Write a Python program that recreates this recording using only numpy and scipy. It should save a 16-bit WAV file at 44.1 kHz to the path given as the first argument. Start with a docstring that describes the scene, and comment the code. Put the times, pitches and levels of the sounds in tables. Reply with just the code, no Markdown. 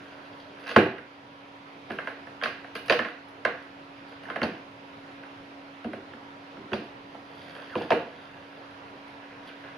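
"""A cat bites, paws and shifts on the lid of an empty cardboard box on a wooden floor indoors.
Each blow is a short rough force that rings the flaps, hollow, walls, torn edges and fibres as decaying sines.
Fur and claws rustle as dense tiny slips, and a sliding flap squeaks in falling tones.
Sparse echoes answer, over an appliance hum of wavering sines and shaped room noise.
A gain control sinks after the loud blows and creeps back."""
import sys
import numpy as np
from scipy import signal
from scipy.io import wavfile
from scipy.ndimage import uniform_filter1d

SR = 44100
rng = np.random.default_rng(int(sys.argv[2]) if len(sys.argv) > 2 else 0)


def master_out(mix):
    """Clip the mix to full scale and print it as 16-bit PCM to the path in sys.argv[1]."""
    frames = np.transpose(np.atleast_2d(mix))
    ceiling = np.clip(frames, -1, 1)
    pcm = np.round(ceiling * 32767).astype(np.int16)
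    wavfile.write(sys.argv[1], SR, pcm)


def undo_db(level):
    """Turn decibels back into plain size, where 20 dB means ten times bigger."""
    steps = np.asarray(level, float) / 20
    return 10 ** steps


N = 431014


def evened(x):
    """Scales to rms 1."""
    return x / np.sqrt(np.mean(x ** 2) + 1e-20)


def read(points, hz):
    """Reads a table on a log-frequency axis."""
    f, value = np.transpose(points)
    return np.interp(np.log(hz + 1), np.log(f + 1), value)


def add(mix, s, sound):
    """Mixes a sound in at time s."""
    part = mix[round(s * SR):][:len(sound)]
    part += sound[:len(part)]


def pair(first, second, same):
    """Left and right that are alike by the given share; a negative share swings them against each other."""
    same = np.clip(same, -1, 1)[:, None]
    return np.array([first, same * first + np.sqrt(1 - same ** 2) * second])


def drift(rate):
    """Slow chance of rms 1: sines of up to rate turns a second."""
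    t = np.arange(0, N / SR + 1, .01)
    slow = 0
    for f in np.geomspace(rate / 20, rate, 20):
        slow = slow + np.sin(2 * np.pi * (f * t + rng.random())) / np.sqrt(f)
    return np.interp(np.arange(N) / SR, t, evened(slow))


def ring(modes, spread_db=0, detune=0, damp=1):
    """One part of the box struck once, as decaying sines; the spot decides how much each mode gets."""
    hz, db, t60 = np.transpose(modes)[:, :, None]
    luck = rng.standard_normal((2, len(modes), 1))
    t = np.arange(5000) / SR
    sign = (-1.) ** np.arange(len(modes))[:, None]  # neighbouring modes swing against each other
    level = sign * undo_db(db + spread_db * luck[0] - 60 * t / t60 / damp)
    sound = level * np.sin(2 * np.pi * hz * (1 + detune * luck[1]) * t)
    band = [0.38 * hz.min(), min(1.65 * hz.max(), .45 * SR)]  # little sounds outside its modes
    reach = signal.butter(2, band, "band", fs=SR, output="sos")
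    return signal.sosfilt(np.vstack([reach, reach]), sound.sum(0))


# Paws and chin knock the lid. Each row: start in seconds, then flap, wall and hollow level in dB.
KNOCKS = [(0.7609, -7.5, -10, -9.5), (0.784, -44, -12, -41), (0.9821, -36, -44.5, -56),
          (1.9001, -42, -32.5, -32), (1.905, -31.5, -37, -43), (1.9858, -26, -32.5, -52),
          (2.0714, -26.5, -32, -46), (2.2689, -42.5, -43, -60), (2.413, -32.5, -51, -58),
          (2.4224, -28.5, -32, -54), (2.4561, -23, -32.5, -41), (2.6438, -38.5, -41, -65.5),
          (2.9052, -22, -14, -53), (2.99, -18, -26, -32), (3.0479, -25.5, -34, -44),
          (3.0842, -35, -43.5, -64), (3.45, -15.5, -19, -34.5), (4.2533, -40.5, -48, -62),
          (4.2842, -39, -41, -45), (4.2993, -27.5, -35, -48), (4.3586, -28, -28, -39),
          (4.4159, -23.5, -28, -24.5), (4.4426, -40, -29.5, -29.5), (5.234, -41.5, -52, -68),
          (5.844, -40, -32.5, -30), (5.9316, -36, -32.5, -35), (6.134, -43, -52, -47.5),
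          (6.5687, -46, -45, -38.5), (6.7171, -37, -36, -26), (7.1463, -54, -40.5, -46.5),
          (7.5624, -45, -44.5, -55), (7.7534, -33, -21.5, -25.5), (7.8091, -52, -30, -40),
          (7.9043, -26, -13.5, -23), (7.9171, -20.5, -13.5, -30)]
# Teeth and claws tear at the edges. Each row: start in seconds, edge level in dB,
# pull on the wall and fraying of the fibres, both in dB over the edge.
TEARS = [(0.6684, -41, -8, -30), (0.6772, -38, -8, -18), (0.6912, -34, -3.5, -28), (0.7123, -35, -2, -32),
         (2.435, -24.5, -7.5, -29.5), (2.474, -38, -6, -28), (2.7515, -37, -16, -14.5),
         (2.7539, -34, -1, -29), (2.7627, -38, -18, -28), (2.859, -47, -6, -8), (2.882, -37.5, 0, -20),
         (2.897, -17.5, -0.5, -30), (2.922, -22, -5.5, -27), (3.624, -54, -8, -14), (3.6734, -56, -7, -26),
         (4.2334, -49, 4, -18), (4.4306, -28, 5, -29), (6.7312, -29, 3.5, -31), (7.416, -50, -10, -20),
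         (7.4791, -52, 3, -22), (7.55, -47.5, -7, -19), (7.4436, -57, 7, -24), (7.9213, -32.5, 9.5, -23),
         (0.7634, -27.5, 4, -20), (1.917, -43, -8, -21), (2.045, -54, 2, -17), (3.285, -54, -6, -13),
         (6.84, -58, -9, -12), (9.08, -54, -10, -16)]


def part_levels():
    """Start of each blow, dB for flap, hollow, wall, edge and fibre, extra snap in dB, treble tilt in dB/octave."""
    rows = []
    for s, flap_db, wall_db, hollow_db in KNOCKS:
        # a knock shakes the torn edges through flap and wall
        edge_db = 20 * np.log10(np.hypot(undo_db(flap_db - 11), undo_db(wall_db - 13)))
        fibre_db = -48.5 + 0.51 * edge_db  # the fibres grow more slowly than the edges
        rows.append((s, flap_db, hollow_db, wall_db, edge_db, fibre_db, 0, -10))  # a soft pad dulls
    for s, db, pull_db, fray_db in TEARS:
        hollow_db = db - 8.5 + 1.4 * pull_db  # the hollow answers only to a strong pull
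        # a tear gives way more suddenly than a knock, and a tooth brightens the modes
        rows.append((s, db + 1, hollow_db, db + pull_db, db, db + fray_db, 0.5, 3))
    return rows


# What the parts of the box ring with: flaps, air in the hollow, walls, torn edges, loose fibres.
# Each row: mode frequency in Hz, level within its part in dB, time to fall 60 dB in seconds at damp 1.
FLAP = [(1062, -8, 0.044), (1312, -3.5, 0.018), (1545, 3, 0.017), (1695, 1, 0.022), (1995, 3.5, 0.0096),
        (2300, 5, 0.002)]
HOLLOW = [(118, -21.5, 0.051), (152, -23, 0.018), (238.3, -1, 0.081), (304.6, -3, 0.19), (360, 6.5, 0.036),
          (396, -3.5, 0.24)]
WALL = [(497, -22, 0.44), (474.4, 0, 0.044), (538, 1, 0.044), (617, 1.5, 0.037), (719, 1, 0.033),
        (860, -9.5, 0.064), (1010, -2, 0.018)]
EDGE = [(2290, 2.5, 0.015), (2740, 10.5, 0.0084), (3230, -1, 0.017), (3680, 0.5, 0.0061), (4535, -5, 0.018),
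        (4890, -6.5, 0.011), (6400, -15.5, 0.0061)]
FIBRE = [(9450, 0.53, 0.0018), (11600, -0.6, .002), (13400, 1, 0.0014)]
# How flap, hollow, wall, edge and fibre take a blow. Each row: rise in seconds, snap in dB, crumple in dB,
# crumple time in seconds, left-right likeness from 0 to 1, level sent to the room in dB.
TAKES = [(.0009, 24, -9, 0.033, 0.54, -3), (0.00621, 22.5, -21, 0.028, 1, 3),
         (0.00096, 18, -10.5, 0.015, 0.91, -1), (.0005, 15, -5.5, 0.0088, 0.74, -0.5),
         (0.00094, 11, -8, 0.057, 0.41, 2)]


def blows():
    """A short rough contact drives each part and the board crumples on; the room hears the even sum."""
    near, spread = np.zeros((N, 2)), np.zeros(N)
    t = np.arange(5000) / SR
    soft_hz = 2940  # the treble tilt starts here
    for s, *levels_db, extra_db, tilt_db in part_levels():
        grit = rng.standard_normal((2, len(t))) * undo_db(1.38 * rng.exponential(1, len(t)))
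        for part, db, take in zip((FLAP, HOLLOW, WALL, EDGE, FIBRE), levels_db, TAKES):
            rise, snap_db, crumple_db, crumple, same, sent_db = take
            modes = [(hz, mode_db + tilt_db * max(np.log2(hz / soft_hz), 0), t60)
                     for hz, mode_db, t60 in part]
            push = t / rise * np.exp(1 - t / rise)
            after = undo_db(crumple_db) * (1 - np.exp(-t / rise)) * np.exp(-t / crumple)
            force = pair(*grit[:, None], [same])[:, 0] * (push + after)
            force[:, round(rise * SR)] += undo_db(snap_db + extra_db)  # the board gives way in one snap
            struck = ring(modes, spread_db=2.5, detune=0.019)
            sound = signal.fftconvolve(force, struck[None], axes=1)
            size = undo_db(db) * np.sqrt(SR / 100)  # energy of 10 ms at that level
            add(near, s, size * sound.T / np.linalg.norm(sound) * np.sqrt(2))
            even = ring(modes, damp=0.57)
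            add(spread, s + rise, undo_db(sent_db) * size * even / np.linalg.norm(even))
    return near.T, spread


def strokes(rows):
    """Level of overlapping strokes, each 20 dB down one swell time before and one fade time after its peak."""
    t = np.arange(N) / SR
    return sum(undo_db(db - 20 * np.maximum((s - t) / swell, (t - s) / fade)) for s, db, swell, fade in rows)


# Fur rubs the flaps. Each row: loudest moment in seconds, level in dB, swell and fade in seconds.
RUBS = [(0.019, -48, .05, 0.61), (.39, -51.5, .06, 0.045), (.7, -35.5, .1, 0.06), (3.95, -60, .8, 0.34),
        (4.128, -51, .05, 0.22), (7.558, -45.5, 0.17, 0.75), (7.79, -40.5, .01, 0.13),
        (8.15, -50.5, 0.084, 0.97), (8.58, -56, 0.054, 0.12), (9.37, -50, .55, 0.12),
        (9.49, -43.5, .05, 0.053), (9.634, -47, .06, 0.73)]
# Claws scratch along the edges and brush the fibres.
# Each row: loudest moment in seconds, scratch level in dB, swell and fade in seconds.
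SCRATCHES = [(.03, -60, .05, 0.41), (.264, -62, .03, 0.081), (.39, -57, .07, 0.054), (.605, -57, .02, .06),
             (.71, -44, 0.1, 0.12), (4.086, -57, 0.028, 0.13), (7.358, -59.5, 0.038, 0.19),
             (7.558, -56.5, 0.66, 1), (7.81, -50.5, 0.14, 0.09), (8.15, -64, 0.088, 0.88),
             (8.576, -65, .05, .1), (9.478, -49, .04, 0.047), (9.634, -62, 0.074, .3)]
# Grain of the rub, scratch and brush. Each row: slips per second, unevenness in dB.
GRAIN = [(815, 3.5), (340, 2), (3000, -7.5)]


def rustle():
    """Dense tiny slips of uneven size ring the flaps, walls, edges and fibres."""
    out = np.zeros(N)
    scratch = strokes(SCRATCHES)
    rubbed = ring(FLAP) + 0.52 * ring(WALL) + 0.32 * ring(EDGE[:2])
    bodies = rubbed, ring(EDGE[2:], damp=.6), ring(FIBRE)
    levels = strokes(RUBS), scratch, undo_db(-19) * scratch  # the brush sits 19 dB under the scratch
    for body, (per_s, uneven_db), level in zip(bodies, GRAIN, levels):
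        sizes = rng.standard_normal(N) * undo_db(uneven_db * np.minimum(rng.exponential(1, N), 4))
        slips = sizes * (rng.random(N) < per_s / SR)
        out += evened(signal.oaconvolve(slips, body)[:N]) * uniform_filter1d(level, 600)
    return out


# A flap slides on the lid. Each row: start in seconds, length in seconds, first and last pitch in Hz
# (the tone wavers around them), loudest level in dB, share of the length where it is loudest.
SLIDES = [(7.686, 0.071, 1800, 946, -37.5, 1), (9.469, 0.036, 3600, 1990, -43.5, 1)]


def squeak():
    """Short wavering stick-slip tones that fall as the flap slows."""
    out = np.zeros(N)
    for s, length, first_hz, last_hz, db, top in SLIDES:
        u = np.arange(0, 1, 1 / SR / length)
        waver = 1 + 0.6 * uniform_filter1d(rng.standard_normal(5000), 90)[:len(u)]
        hz = (first_hz + (last_hz - first_hz) * u ** 2.6) * waver  # most of the fall comes late
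        tone = np.sin(2 * np.pi * np.cumsum(hz) / SR)
        level_db = db + np.interp(u, [0, top, 1], [-14, 0, -10])
        add(out, s, np.sqrt(2) * undo_db(level_db) * tone * signal.windows.tukey(len(u), .3))
    return out


# How long the room rings. Each row: frequency in Hz, time to fall 60 dB in seconds.
ROOM = [(100, 0.35), (300, 0.39), (1000, 0.4), (2000, 0.5), (4000, 0.48), (8000, 0.27)]
# Stereo image of the echoes. Each row: frequency in Hz, left-right likeness from -1 to 1.
BOX_SAME = [(60, 1), (150, 0.96), (380, 1), (950, 0.79), (2380, 0.33), (5980, 0.26), (15000, -0.21)]


def room(x):
    """Three sparse echo tails, fed in turn so that the echo keeps changing."""
    out = np.zeros((2, N))
    t = np.arange(N) / SR
    grid = np.arange(180, SR // 2 - 20, 20)  # one echo of chance sign in every 20 samples
    for k in range(3):
        taps = np.zeros((2, SR // 2))
        at = grid + rng.integers(0, 20, (2, len(grid)))
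        np.put_along_axis(taps, at, rng.choice([-1., 1.], at.shape), 1)
        hz, u, z = signal.stft(taps, SR, nperseg=512)
        z = pair(*z, read(BOX_SAME, hz)) * undo_db(-60 * u / read(ROOM, hz)[:, None])
        tail = signal.istft(z, SR, nperseg=512)[1]
        turn = np.sqrt(2 / 3) * np.cos(np.pi * (7 * t + k / 3))  # the three powers always sum to 1
        out += signal.fftconvolve((x * turn)[None], tail / np.linalg.norm(tail[0]), axes=1)[:, :N]
    return out


# Tones of the appliance. Each row: centre frequency in Hz, mean level in dB rms ahead of the microphone.
HUM = [(279.9, -50), (549.1, -62), (958.2, -60.5), (1071, -69), (1335, -66)]


def hum():
    """Steady tones that waver a little, together in pitch and each alone in strength."""
    speed = np.cumsum(1 + 0.00304 * drift(1.5)) / SR
    out = 0
    for hz, db in HUM:
        level = np.sqrt(2) * undo_db(db + 0.71 * drift(2.0))
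        out = out + level * np.sin(2 * np.pi * (hz * speed + rng.random()))
    return out


# Colour of the room noise. Each row: frequency in Hz, relative density in dB per Hz.
AIR = [(20, 4.5), (60, -2), (110, 1.5), (250, 0), (600, 4), (1000, 3), (3000, -5.5), (5000, -15.5),
       (6500, -26), (10000, -36), (13000, -36), (16000, -26)]
# Stereo image of the room noise. Each row: frequency in Hz, left-right likeness from -1 to 1.
AIR_SAME = [(60, 1), (110, 0.96), (200, 0.88), (380, 0.93), (700, 0.25), (1290, -0.5), (2380, 0.29),
            (4400, 0.089), (8120, 0.34), (15000, -0.35)]


def air():
    """Smooth room noise, random spectra shaped in colour and width, with faint drifting patches."""
    frames, hz = N // 256 + 5, np.fft.rfftfreq(1024, 1 / SR)
    a, b, c, d, patches = rng.standard_normal((frames, 513, 5)).T
    patches = evened(uniform_filter1d(uniform_filter1d(patches, 12, 0), 14, 1))
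    z = pair(a + 1j * b, c + 1j * d, read(AIR_SAME, hz)) * undo_db(read(AIR, hz)[:, None] + 1.25 * patches)
    noise = evened(signal.istft(z, nperseg=1024, noverlap=768)[1][:, :N])
    return undo_db(-44 + 0.33 * drift(3.6)) * noise


def scene():
    """The box close by, its echoes, and the room."""
    near, spread = blows()
    rubbed = rustle() + squeak()
    return near + rubbed + undo_db(-2.5) * room(spread + rubbed) + air() + hum()


# Colour of the microphone. Each row: frequency in Hz, gain in dB.
MIC = [(20, -17), (60, -17.5), (100, -1.5), (6500, -4), (7500, -8.5), (8800, -7), (9200, -6.5), (9800, 3),
       (12000, -4.5), (15500, -26)]
# Lean of the stereo image. Each row: frequency in Hz, left minus right in dB.
LEAN = [(60, -2.5), (130, 0), (290, -1.5), (640, -1.5), (1410, -4.5), (3100, -2.5), (6820, 3),
        (15000, -7.5)]


def microphone(dry):
    """Colours and leans the sound with a minimum-phase filter for each side."""
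    hz = np.fft.rfftfreq(8192, 1 / SR)
    log_gain = np.log(undo_db(read(MIC, hz) + np.outer([.5, -.5], read(LEAN, hz))))
    circle = np.hstack([log_gain, log_gain[:, -2:0:-1]])
    causal = np.fft.ifft(np.exp(np.conj(signal.hilbert(circle)))).real[:, :4096]
    return signal.oaconvolve(dry, causal, axes=1)[:, :N]


def gain_control(heard):
    """Turns down by a share of the level above a threshold, then creeps back up."""
    power_db = 10 * np.log10(abs(uniform_filter1d((heard ** 2).mean(0), 900)) + 1e-12)
    creep_db = np.arange(N) / SR * 2.3  # recovery in dB a second
    wanted_db = 0.14 * (power_db + 32.0)  # 0.14 dB of cut per dB over -32 dB
    cut_db = np.maximum(np.maximum.accumulate(wanted_db + creep_db) - creep_db, 0)
    cut_db = signal.lfilter([1 / 2500], [1, 1 / 2500 - 1], cut_db)  # eases in over 2500 samples
    return heard / undo_db(cut_db)


def roll_off(x):
    """The treble ends steeply here."""
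    return signal.sosfilt(signal.butter(12, 16460, fs=SR, output="sos"), x)


def record(dry):
    """Microphone colour and lean, gain control, clipping at full scale."""
    finished = np.clip(gain_control(microphone(dry)), -1, 1)
    return roll_off(finished)


dry = scene()
out = record(dry)
master_out(out)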